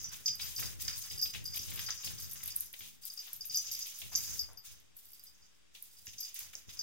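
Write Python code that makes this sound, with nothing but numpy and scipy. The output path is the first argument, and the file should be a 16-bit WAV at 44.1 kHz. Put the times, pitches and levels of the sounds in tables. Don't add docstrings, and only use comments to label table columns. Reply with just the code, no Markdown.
import sys
import numpy as np
from scipy import signal
from scipy.fft import rfft, irfft
from scipy.io import wavfile
from scipy.ndimage import uniform_filter1d

SR = 44100
rng = np.random.default_rng(int(sys.argv[2]) if len(sys.argv) > 2 else 0)


def ratio_of_db(decibels):
    return 10 ** (np.asarray(decibels, float) / 20)


def unload_audio(sound):
    columns = np.transpose(np.atleast_2d(sound))
    steps = np.round(np.clip(columns, -1, 1) * 32767)
    wavfile.write(sys.argv[1], SR, steps.astype(np.int16))


N = 300762

# frequency in Hz, density in dB per Hz.
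HUSH_COLOUR = [(25, -14), (42, -13), (62, -3), (100, -3), (220, -8.5), (550, -13.5), (1500, -9.5),
               (4000, -7), (8300, -13), (9300, -16.5), (13000, -29), (16000, -29)]
# start in seconds, level in dB, mat pitch in Hz.
LANDINGS = [(0.007, -45.5, 102), (0.173, -58, 77.5), (0.291, -47.5, 106), (0.424, -44.5, 74),
            (0.592, -37.5, 75), (0.834, -42.5, 83), (0.904, -50, 78.5), (1.116, -42, 72.5),
            (1.35, -40.5, 85), (1.465, -50.5, 83.4), (1.578, -45, 72), (1.681, -40, 86), (1.73, -47, 92),
            (1.848, -49, 74.5), (2.055, -40, 94), (2.22, -46.5, 97), (2.355, -54, 109), (2.43, -48, 73),
            (2.555, -54, 75), (2.804, -54.5, 136), (3.33, -57, 79.6), (3.501, -51.5, 84),
            (3.673, -53.5, 84.5), (4.016, -46.5, 89), (4.142, -43.5, 86), (4.295, -43.5, 74.03),
            (4.686, -54, 77.5), (6.07, -58.5, 83), (6.42, -56, 77), (6.68, -52, 73.4)]
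# start in seconds, level in dB, centre in Hz.
BUMPS = [
    (0.62, -55, 1400),
    (1.599, -57, 160),
    (1.78, -53, 2100),
    (3.273, -58.5, 1860),
    (4.12, -53.5, 1460),
    (4.486, -58, 990),
    (1.27, -60.5, 180),
    (0.2, -65.5, 350),
    (6.54, -66.5, 510),
    (6.41, -63.5, 1200),
]
# start in seconds, level in dB.
PAD_PUSHES = [
    (6.025, -65),
    (6.08, -52.5),
    (6.146, -63),
    (6.164, -63),
    (6.458, -62),
    (6.685, -52.5),
    (1.599, -46),
    (2.81, -58.5),
]
# frequency in Hz, level in dB, 60 dB decay in seconds.
PAD_MODES = [(102, -1, 0.074), (192, -2, 0.035), (395, -2, 0.017)]
# start in seconds, level in dB, centre in Hz, drag time in seconds.
SCUFFS = [(0.1387, -44, 2960, 0.045), (0.28, -38, 2820, 0.025), (0.393, -41.5, 3300, 0.26),
          (0.626, -40.5, 1910, 0.1), (0.7944, -47, 2560, 0.16), (0.8781, -38, 1870, 0.087),
          (1.109, -40.5, 3180, 0.078), (1.254, -42.5, 3610, 0.07), (1.335, -38, 2660, 0.1),
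          (1.5426, -47, 3670, 0.031), (1.568, -42.5, 3650, 0.14), (1.7184, -56, 3370, 0.065),
          (1.792, -53, 3280, 0.056), (1.8855, -35, 1650, 0.065), (2.0314, -47, 3900, 0.49),
          (2.0713, -42.5, 3560, 0.036), (2.4294, -46, 1990, 0.099), (2.4784, -48.5, 3450, 0.087),
          (2.737, -38.5, 2880, 0.013), (2.804, -43, 3220, 0.14), (3.197, -51.5, 3500, 0.34),
          (3.277, -48.5, 3700, 0.021), (3.505, -50, 3800, 0.57), (3.856, -47.5, 3370, 0.22),
          (4.0152, -40.5, 3080, 0.097), (4.123, -49, 2800, 0.29), (5.748, -51, 3270, 0.11),
          (6.07, -48.5, 2880, 0.066), (6.36, -50.5, 2310, 0.5), (6.532, -44.5, 2020, 0.036)]
# start in seconds, level in dB.
DABS = [
    (0.591, -55),
    (1.676, -48),
    (3.4456, -65),
    (3.667, -50),
    (3.75, -53.5),
    (4.657, -55),
    (1.775, -45),
    (6.131, -56),
    (6.2456, -52.5),
    (6.691, -53),
]
# start in seconds, level in dB, centre in Hz.
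CLAW_TAPS = [(0.394, -44, 3700), (0.3982, -39, 3870), (0.626, -36, 2030), (1.2231, -48, 2640),
             (1.255, -49, 3330), (1.3362, -58, 2650), (1.348, -38.5, 2840), (1.5439, -44, 3380),
             (1.7169, -37, 3280), (1.7754, -39, 3100), (1.793, -37.5, 3520), (1.8863, -34.5, 1450),
             (1.8921, -39.5, 3870), (2.3568, -46, 3100), (2.4062, -44.5, 2120), (2.431, -52, 1890),
             (2.7392, -58, 2920), (2.808, -40, 3360), (2.8399, -60, 3150), (3.4456, -46, 3900),
             (4.0166, -40, 3780), (6.0696, -45.5, 2770), (6.4068, -45.5, 2450), (6.5324, -52, 2520)]
# time in seconds, level in dB.
NEARNESS = [(0, -50), (1.0, -53.5), (1.8, -52.5), (2.5, -54), (3.2, -58.5), (3.7, -61.5), (4.3, -53.5),
            (5.3, -57.5), (6.1, -65), (6.82, -54.5)]
# start in seconds, level in dB.
CRACKLES = [(0.1585, -34.5), (0.5511, -29), (0.5945, -25), (0.8083, -28), (0.979, -22), (1.2163, -21),
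            (1.455, -33), (1.5606, -31), (1.7584, -44), (1.7933, -28), (2.2, -33.5), (2.3124, -25.5),
            (2.4333, -47), (2.4773, -22.5), (2.561, -52), (2.6073, -24.5), (2.7291, -59), (3.053, -23.5),
            (3.3312, -33), (3.4545, -32), (3.539, -26), (3.729, -31), (3.7915, -38), (3.869, -27),
            (3.989, -27), (4.163, -27), (4.9673, -40), (5.8237, -63), (6.2038, -34), (6.3448, -39)]
# start in seconds, peak in dB.
LONE_SNAPS = [(0.2588, -47.5), (1.442, -41), (1.5606, -35.5), (1.615, -44), (1.7395, -46), (1.7584, -35),
              (2.4333, -36), (2.459, -33), (2.5585, -38), (2.562, -23.5), (2.438, -36), (2.32, -37.5),
              (2.333, -36), (1.182, -39), (1.473, -43), (2.877, -48), (2.601, -39), (2.7296, -41.5),
              (3.138, -43), (3.3315, -35.5), (3.409, -45), (3.4545, -42), (4.5323, -51), (4.9684, -48),
              (5.0552, -50), (5.1188, -50), (5.1951, -53), (5.8245, -37.5), (6.3436, -36), (1.334, -46),
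              (6.39, -33.5), (0.355, -42.5), (0.618, -41), (0.648, -36), (1.577, -33), (2.607, -27.5),
              (2.658, -46), (3.42, -47), (3.457, -47), (3.471, -42), (3.487, -41), (3.5565, -32),
              (3.791, -36), (4.8, -57), (5.03, -61), (5.088, -54), (5.105, -53), (5.133, -50), (5.238, -47)]
# start in
# seconds, level in dB.
MORE_SNAPS = [(2.2974, -30), (2.3116, -32), (2.4714, -36), (2.4814, -34), (2.4944, -37), (2.5321, -42),
              (2.5644, -30), (2.5744, -37), (2.6344, -37), (2.6714, -44), (3.9444, -47), (4.1011, -36),
              (5.8374, -43), (6.0576, -36)]
# frequency in Hz, level in dB, 60 dB decay in seconds.
FILM_MODES = [(10020, 8, 0.0038), (11030, 7, 0.0025), (12090, 8, 0.0068), (14400, -47, 0.0013)]
# frequency in Hz, density in dB per Hz.
RUSTLE_COLOUR = [(590, -24), (1000, -28), (2000, -4), (3720, 2), (4330, 4), (4760, -3.5), (6230, -8),
                 (10800, -15), (11900, -14), (13700, -16.5), (15200, -9), (15900, -13.5), (16500, -34)]
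# start in seconds, blow in dB, cavity click in dB above the blow.
BLOWS = [(0.0434, -48.5, 17), (0.2589, -27, -1), (0.279, -25, -3.5), (0.3274, -36, -42), (0.416, -34, -14),
         (0.563, -33.5, -2), (0.6314, -36, -19), (0.8797, -28, -7), (1.1766, -39, -26), (1.2136, -31, -11),
         (1.2245, -27.5, -8), (1.229, -31, -14), (1.4558, -32.5, -27), (1.5539, -37, -19),
         (1.5918, -36.5, 0.5), (1.7759, -46, -21), (1.9051, -33, 1.5), (2.0448, -33.5, -19),
         (2.2218, -44, 1.5), (2.4635, -50, -15), (3.1747, -36, -31), (3.4082, -34, -16),
         (3.5452, -26.5, -8.5), (3.5721, -31.5, 8.5), (3.7144, -37.5, 2.5), (3.7489, -38, -13),
         (3.824, -41, 5), (4.152, -29, 0), (4.3928, -25.5, -14), (6.183, -43, 5), (6.23, -37, -15),
         (6.2063, -39, -4), (6.25, -43, -8), (5.908, -63, -10), (6.791, -29, -8)]
# start in seconds, blow in dB.
TOUCHES = [(0.0932, -44), (0.4045, -53), (0.6564, -36.5), (0.85, -36.5), (0.81, -47), (1.13, -41.5),
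           (0.9293, -38.5), (1.0375, -42), (1.0999, -39), (1.1922, -34), (1.297, -43.5), (1.4441, -55),
           (1.5223, -44), (1.5354, -40), (1.9759, -41), (2.1819, -41), (2.5044, -40), (3.033, -47.5),
           (3.1911, -36.5), (3.497, -35), (3.505, -43), (3.6691, -46), (3.8051, -41), (4.1355, -52),
           (4.5722, -46.5), (5.0649, -61), (5.1322, -52.5), (5.195, -53), (5.268, -51.5), (5.4226, -60),
           (5.5493, -66), (5.9688, -54), (6.771, -44), (0.275, -34), (0.285, -48), (0.422, -60),
           (0.58, -34), (1.2225, -33), (1.233, -38), (1.243, -43), (2.06, -39), (3.055, -47), (3.1, -45),
           (5.09, -64), (5.27, -59), (1.267, -42), (1.79, -38), (1.863, -34), (2.242, -43), (4.2093, -49),
           (5.49, -67), (6.697, -52)]
# start in seconds, level in dB.
CLACKS = [(0.275, -26), (0.2795, -23), (0.2872, -26), (3.5718, -25), (3.5967, -31), (3.5995, -28),
          (4.152, -21), (4.157, -10.5), (4.2054, -28), (6.0686, -31), (6.079, -37), (6.5528, -26),
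          (6.392, -35)]
# start in seconds, level in dB, upper partial in dB above the lower.
RIM_GRAZES = [(0.2623, -38, 0), (0.411, -40, -2), (0.4399, -36.5, -7), (0.5067, -39.5, 0), (0.5634, -37, 0),
              (0.5945, -34, -3), (0.6314, -43, 0), (0.8106, -49, -2), (0.8734, -53, 0), (0.9797, -38, -2),
              (1.1184, -43, 3), (1.2151, -30, 0), (1.2361, -28.5, 0), (1.2494, -42, 4), (1.4554, -42, -2),
              (1.5404, -41, -2), (1.5618, -34, 7), (1.6147, -45, 5), (1.7389, -38, 0), (1.7943, -39, 4),
              (1.8394, -39.5, -3), (2.0223, -47, 5), (2.1999, -43, -3), (2.2263, -37, -2), (2.4803, -39, 2),
              (2.6065, -43, 0), (2.6579, -53, 0), (2.7906, -41, -15), (3.051, -43, 3), (3.1966, -47, -5),
              (3.267, -42, 0), (3.3613, -41, 2), (3.4087, -50, -2), (3.4535, -37, 0), (3.5394, -42, -4),
              (3.5553, -26.5, -1), (3.6194, -50, 0), (3.7155, -34, 10), (3.7469, -35, -2), (3.7908, -47, 5),
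              (3.8397, -45, 4), (3.8686, -45, 0), (3.9898, -49, 5), (4.114, -45, 0), (4.1614, -28, 2),
              (4.1944, -46, 0), (4.2901, -45, 0), (4.338, -39, 0), (4.3934, -34.5, 7), (4.5744, -46, -4),
              (4.9671, -45, 0), (5.0549, -51, -14), (5.1322, -47, 0), (5.2375, -54, 0), (5.2629, -52, -3),
              (6.0586, -47, 2), (6.1843, -51, 0), (6.2028, -34.5, 9), (6.3435, -49, -1), (6.79, -43, 3)]
# frequency in Hz, level in dB, 60 dB decay in seconds.
SHELL_LOW = [(4900, 0, .07), (4925, -15, .22), (4860, -8, .06), (5080, -7, .03), (5360, -7, .035)]
# frequency in Hz, level in dB, 60 dB decay in seconds.
SHELL_MID = [(5770, -4, .04), (5910, 0, .06)]
# frequency in Hz, level in dB, 60 dB decay in seconds.
CAVITY = [(5400, -5, .004), (6200, 0, .005), (6800, -9, .003)]
# start in seconds, length in seconds, pellet rolling in dB, ball rustle in dB.
BOUNDS = [(0, 0.027, -48, -54.5), (0.126, 0.011, -51.5, -51.5), (0.259, 0.019, -48, -52),
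          (0.411, 0.077, -47.5, -48), (0.579, 0.072, -45.5, -45.5), (0.803, 0.36, -49, -50.5),
          (1.234, 0.034, -54, -51), (1.339, 0.0054, -48.5, -51.5), (1.542, 0.32, -46.5, -50),
          (1.79, 0.13, -47, -62), (2.044, 0.041, -44.5, -45.5), (2.18, 0.24, -54.5, -54),
          (2.343, 0.3, -51, -55), (2.735, 0.14, -58, -56), (3.028, 0.11, -59.5, -55.5),
          (3.17, 0.17, -55, -55), (3.522, 0.089, -46.5, -50.5), (3.647, .25, -44.5, -52),
          (3.942, 0.13, -52, -55), (4.127, 0.11, -44.5, -52.5), (4.212, 0.13, -41.5, -47.5),
          (4.654, 0.028, -54.5, -54.5), (4.964, 0.3, -81, -63), (5.35, 0.11, -67.5, -75),
          (5.748, 0.58, -69, -62.5), (6.073, 0.015, -52, -57), (6.184, 0.09, -49.5, -56),
          (6.357, 0.053, -49, -50), (6.533, 0.051, -57, -60), (6.694, 0.27, -53.5, -59),
          (0.3, 0.098, -57.5, -58), (1.455, 0.09, -54.5, -58), (1.93, 0.11, -50.5, -58),
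          (3.412, 0.1, -57, -60.5), (5.497, 0.1, -84, -80), (2.625, 0.02, -55.5, -56),
          (5.747, 0.016, -64, -61)]
# time in seconds, left minus right in dB.
SIDEWAYS = [(0.0, -2.5), (0.32, -0.5), (1.99, 0.5), (2.96, -1), (3.02, 1), (3.27, 0), (4.37, -2.5),
            (4.39, 3.5), (4.78, -2.5), (5.11, -2), (6.67, -2.5), (6.82, 0.5)]
# frequency in Hz, level in dB.
PORT_WIDTH = [(25, 7), (60, 15.5), (125, 12.5), (250, 11.5), (500, 10.5), (1000, 0), (15000, 0)]
# frequency in Hz, level in dB.
HOLLOW = [(3750, 0), (4300, -8), (4650, 0)]

HUSH_DB = -69
ROOM_T60_S, TREBLE_T60_S, ROOM_WET_DB = .22, .1, -8
LOWEST_HZ = 52
DAB_HZ, DAB_DRAG_S, TAP_T60_S = 3100, 0.22, .007
FUR_MOST_DB, FUR_FOLLOWS, STIR_MID_DB = -51, 0.67, -47
RIM_HZ, RIM_T60_S = (12100, 12440), .06
TOUCH_CLICK_DB = -7.5
ATTACK_DB_S, RELEASE_DB_S, REST_DB = 907, 137, -94
PELLET_SAG_DB_S, BALL_SAG_DB_S = 19, 1.5
BELL_PAN_DB, RIM_PAN_DB, BALL_PAN_DB, PAWS_PAN_DB = .6, 5.5, 1, 3.5
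LEFT_PORT_DB = 1.4
LIMIT = .24
OFFSET = -.0005
TOP_HZ = 15900


def level(x, db):
    return x * ratio_of_db(db) / np.sqrt(np.mean(x ** 2))


def pan(db):
    return ratio_of_db(np.array([db, -db]).reshape(2, -1) / 2)


def band(x, lo_hz, hi_hz):
    return signal.sosfilt(signal.butter(2, [lo_hz, min(hi_hz, .45 * SR)], "bandpass", fs=SR, output="sos"), x)


def colour(x, points):
    hz, db = np.transpose(points)
    f = np.maximum(np.fft.rfftfreq(N, 1 / SR), 1)
    return irfft(rfft(x) * ratio_of_db(np.interp(np.log(f), np.log(hz), db)), N)


def fade(t, t60):
    return np.exp(-np.log(1000) * t / t60)


def ring(x, modes):
    out = 0
    for hz, db, t60 in modes:
        pole = np.exp(2j * np.pi * hz / SR - np.log(1000) / (t60 * SR))
        out = out + ratio_of_db(db) * signal.lfilter([1], [1, -pole], x).imag
    return out


def strikes(s, db, count=1, spread_s=0, fall_db=0, scatter_db=0):
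    chance = rng.random((len(s), count, 3))
    after = chance[..., 0] * (np.arange(count) > 0)
    size = ratio_of_db(db[:, None] - fall_db * after - scatter_db * chance[..., 1] * (after > 0))
    at = (SR * (s[:, None] + spread_s * after)).astype(int)
    lag = 1 + (3 * chance[..., 2]).astype(int)
    out = np.zeros((2, N))
    np.add.at(out[0], np.minimum(at, N - 1), size)
    np.add.at(out[1], np.minimum(at + lag, N - 1), size)
    return out


def grains(per_s, spread_db):
    hit = rng.random((2, N)) < per_s / SR
    size = ratio_of_db(spread_db * np.minimum(rng.exponential(size=(2, N)), 3.2))
    return hit * rng.choice([-1, 1], (2, N)) * size


def patchy(per_s, spread_db):
    k = int(SR / per_s)
    held = np.repeat(rng.standard_normal(N // k + 1), k)[:N]
    return ratio_of_db(spread_db * uniform_filter1d(held, k // 2))


def chatter(s, db, t60):
    out = np.zeros(N)
    np.add.at(out, (s * SR).astype(int), ratio_of_db(db))
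    return signal.lfilter([1], [1, -fade(1 / SR, t60)], out)


def bounds(now, levels_db, sag_db_s):
    s, length = np.transpose(BOUNDS)[:2, :, None]
    age = now - s
    db = levels_db[:, None] - ATTACK_DB_S * np.maximum(-age, 0) - sag_db_s * np.clip(age, 0, length)
    db = db - RELEASE_DB_S * np.maximum(age - length, 0)
    return np.maximum(db.max(axis=0), REST_DB)


def hush():
    return level(colour(rng.standard_normal((2, N)), HUSH_COLOUR), HUSH_DB)


def room(x):
    t = np.arange(SR // 3) / SR
    hop = SR // 6
    out = np.zeros((2, N + 2 * SR))
    for i in range(-hop, N, hop):
        body, treble = rng.standard_normal((2, 2, len(t))) * (t > .003)
        tail = band(body, 60, 13000) * fade(t, ROOM_T60_S)
        tail = tail + band(treble, 12000, 21000) * fade(t, TREBLE_T60_S)
        tail = tail * ratio_of_db(ROOM_WET_DB) / np.sqrt(np.sum(tail ** 2, axis=1, keepdims=True))
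        at = np.arange(max(i, 0), min(i + 2 * hop, N))
        window = np.sin(np.pi * (at - i) / (2 * hop))
        wet = signal.fftconvolve(x[:, at] * window, tail, axes=1)
        out[:, at[0]:at[0] + wet.shape[1]] += wet
    return out[:, :N]


def thuds(events, rise_s, t60):
    out = np.zeros((2, N))
    t = np.arange(SR // 3) / SR
    shape = (1 - np.exp(-t / rise_s)) * fade(t, t60)
    for s, db, hz in events:
        shake = rng.standard_normal((2, 2 * len(t)))
        mat = band(band(shake, hz / 2.0, hz * 1.446), 60.0, 3000)
        mat = mat + ratio_of_db(-19) * band(band(shake, 40, 460), 46, 1270)
        mat = band(mat, LOWEST_HZ, 6000)[:, len(t):] * shape
        i = max(int((s - rise_s) * SR), 0)
        out[:, i:i + len(t)] += level(mat, db - 18.0)[:, :N - i]
    return out


def pads():
    push = strikes(*np.transpose(PAD_PUSHES))[0]
    return ring(uniform_filter1d(push, size=60), PAD_MODES)


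def paws(fur_db):
    slip = level(grains(4000, 2.3) * patchy(60, 2.94), 0)
    out = level(band(slip[:, ::-1], 1100, 4400), -4) * ratio_of_db(np.minimum(fur_db, FUR_MOST_DB))
    wide = colour(slip, RUSTLE_COLOUR) + ratio_of_db(-14.5) * band(slip, 480, 1670)
    t = np.arange(SR // 3) / SR
    for s, db, hz, drag_s in SCUFFS + [(*row, DAB_HZ, DAB_DRAG_S) for row in DABS]:
        i = int(s * SR)
        part = slip[:, i:i + len(t)]
        shape = (1 - np.exp(-t / 0.0046)) * fade(t, np.clip(2.71 * drag_s, .01, 1))
        shape = shape + ratio_of_db(-1.0) * np.exp(-((t - .004) / 0.0037) ** 2)
        scuff = level(band(part, hz / 1.66, hz * 1.46), -11.5) + level(wide[:, i:i + len(t)], -5)
        out[:, i:i + len(t)] += ratio_of_db(db - 2.0) * scuff * shape[:part.shape[1]]
    return out


def claws():
    out = np.zeros((2, N))
    s, db, hz = np.transpose(CLAW_TAPS)
    ticks = strikes(s, db - 1, count=6, spread_s=.012, fall_db=8, scatter_db=8)
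    for i, f in zip((s * SR).astype(int), hz):
        modes = [(f, 0, TAP_T60_S), (1.3 * f, -5, TAP_T60_S), (0.7 * f, -5, TAP_T60_S)]
        out[:, i:i + 2000] += ring(ticks[:, i:i + 2000], modes)
    return band(out, 1510, 6100)


def ball(rustle_db):
    s, db = np.transpose(CRACKLES)
    ticks = strikes(s, db - 11, count=7, spread_s=.05, fall_db=10, scatter_db=12)
    single = LONE_SNAPS + [(at, peak_db - 12) for at, peak_db in MORE_SNAPS]
    ticks = ticks + strikes(*np.transpose(single), count=4, spread_s=.004, fall_db=6, scatter_db=8)
    snaps = ratio_of_db(-2.5) * ring(ticks, FILM_MODES)
    rubbing = colour(grains(5000, 2.5) * patchy(70, 3), RUSTLE_COLOUR)
    rustle = level(band(rubbing, 8200, 19000), 1.5)
    rustling = ratio_of_db(rustle_db) + chatter(s, db - 27.5, 0.14)
    return band(band(snaps, 9700, 17000), 9600, 23000) + rustle * rustling


def rim(rolling, rattle_db):
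    s, db, upper_db = np.transpose(RIM_GRAZES)
    out = 0
    for hz, side in zip(RIM_HZ, (-1, 1)):
        grazes = strikes(s, db - 7 + side * upper_db / 2, count=4, spread_s=.03, fall_db=8, scatter_db=5)
        out = out + ring(grazes, [(hz, 0, RIM_T60_S)])
    rolled = ring(rolling, [(hz, 0, RIM_T60_S) for hz in RIM_HZ])
    out = out + level(rolled, -16.0) * ratio_of_db(rattle_db)
    return band(out, 11300, 13200) * pan(RIM_PAN_DB)


def bell(rattle_db):
    s, db, click_db = np.transpose(BLOWS + [(*row, TOUCH_CLICK_DB) for row in TOUCHES])
    click_db = db + click_db
    low = ring(strikes(s, db - 3, count=6, spread_s=.03, fall_db=8, scatter_db=9), SHELL_LOW)
    mid = ring(strikes(s, click_db - 5, count=5, spread_s=.035, fall_db=9, scatter_db=6), SHELL_MID)
    click = ring(strikes(s, click_db + 1, count=5, spread_s=.02, fall_db=6, scatter_db=6), CAVITY)
    clack = ring(strikes(*np.transpose(CLACKS)), CAVITY)
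    rolling = grains(130, 8.1)
    shell = level(ring(rolling, SHELL_LOW), -11.5) * ratio_of_db(rattle_db)
    rattle = level(ring(grains(2100, 3.6), CAVITY) * patchy(70, 3.17), 0.26)
    rattling = ratio_of_db(rattle_db) + chatter(s, click_db - 8.5, 0.027)
    steep = signal.cheby1(5, 1, [4790, 7400], "bandpass", fs=SR, output="sos")
    body = signal.sosfilt(steep, low + mid + click + clack + shell + rattle * rattling)
    return body + rim(rolling, rattle_db)


def scene():
    now = np.arange(N) / SR
    pellet_db, film_db = np.transpose(BOUNDS)[2:]
    rattle_db = bounds(now, pellet_db, PELLET_SAG_DB_S)
    rustle_db = bounds(now, film_db, BALL_SAG_DB_S)
    stir_db = (rattle_db + rustle_db) / 2 - STIR_MID_DB
    fur_db = np.interp(now, *np.transpose(NEARNESS)) + FUR_FOLLOWS * stir_db
    kitten = (paws(fur_db) + claws()) * pan(PAWS_PAN_DB)
    kitten = kitten + ball(rustle_db) * pan(BALL_PAN_DB) + bell(rattle_db) * pan(BELL_PAN_DB)
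    kitten = kitten * pan(np.interp(now, *np.transpose(SIDEWAYS)) - LEFT_PORT_DB)
    bumps = np.sum(thuds(BUMPS, 0.0032, 0.36), axis=0)
    mat = ratio_of_db(-3.0) * thuds(LANDINGS, .018, 1.0) + bumps + pads()
    return hush() + room(kitten) + mat + kitten


def ports(left_right):
    mid = np.mean(left_right, axis=0)
    side = colour(left_right[0] - mid, PORT_WIDTH)
    return np.array([mid + side, mid - side]) * pan(LEFT_PORT_DB)


def band_limit(x):
    return signal.sosfilt(signal.butter(12, 16940, fs=SR, output="sos"), x)


def record(dry):
    rounded = LIMIT * np.tanh(ports(dry) / LIMIT)
    top = signal.ellip(8, .2, 45, TOP_HZ, fs=SR, output="sos")
    mix = signal.sosfilt(top, colour(rounded, HOLLOW)) + OFFSET
    return band_limit(mix)


dry = scene()
out = record(dry)
unload_audio(out)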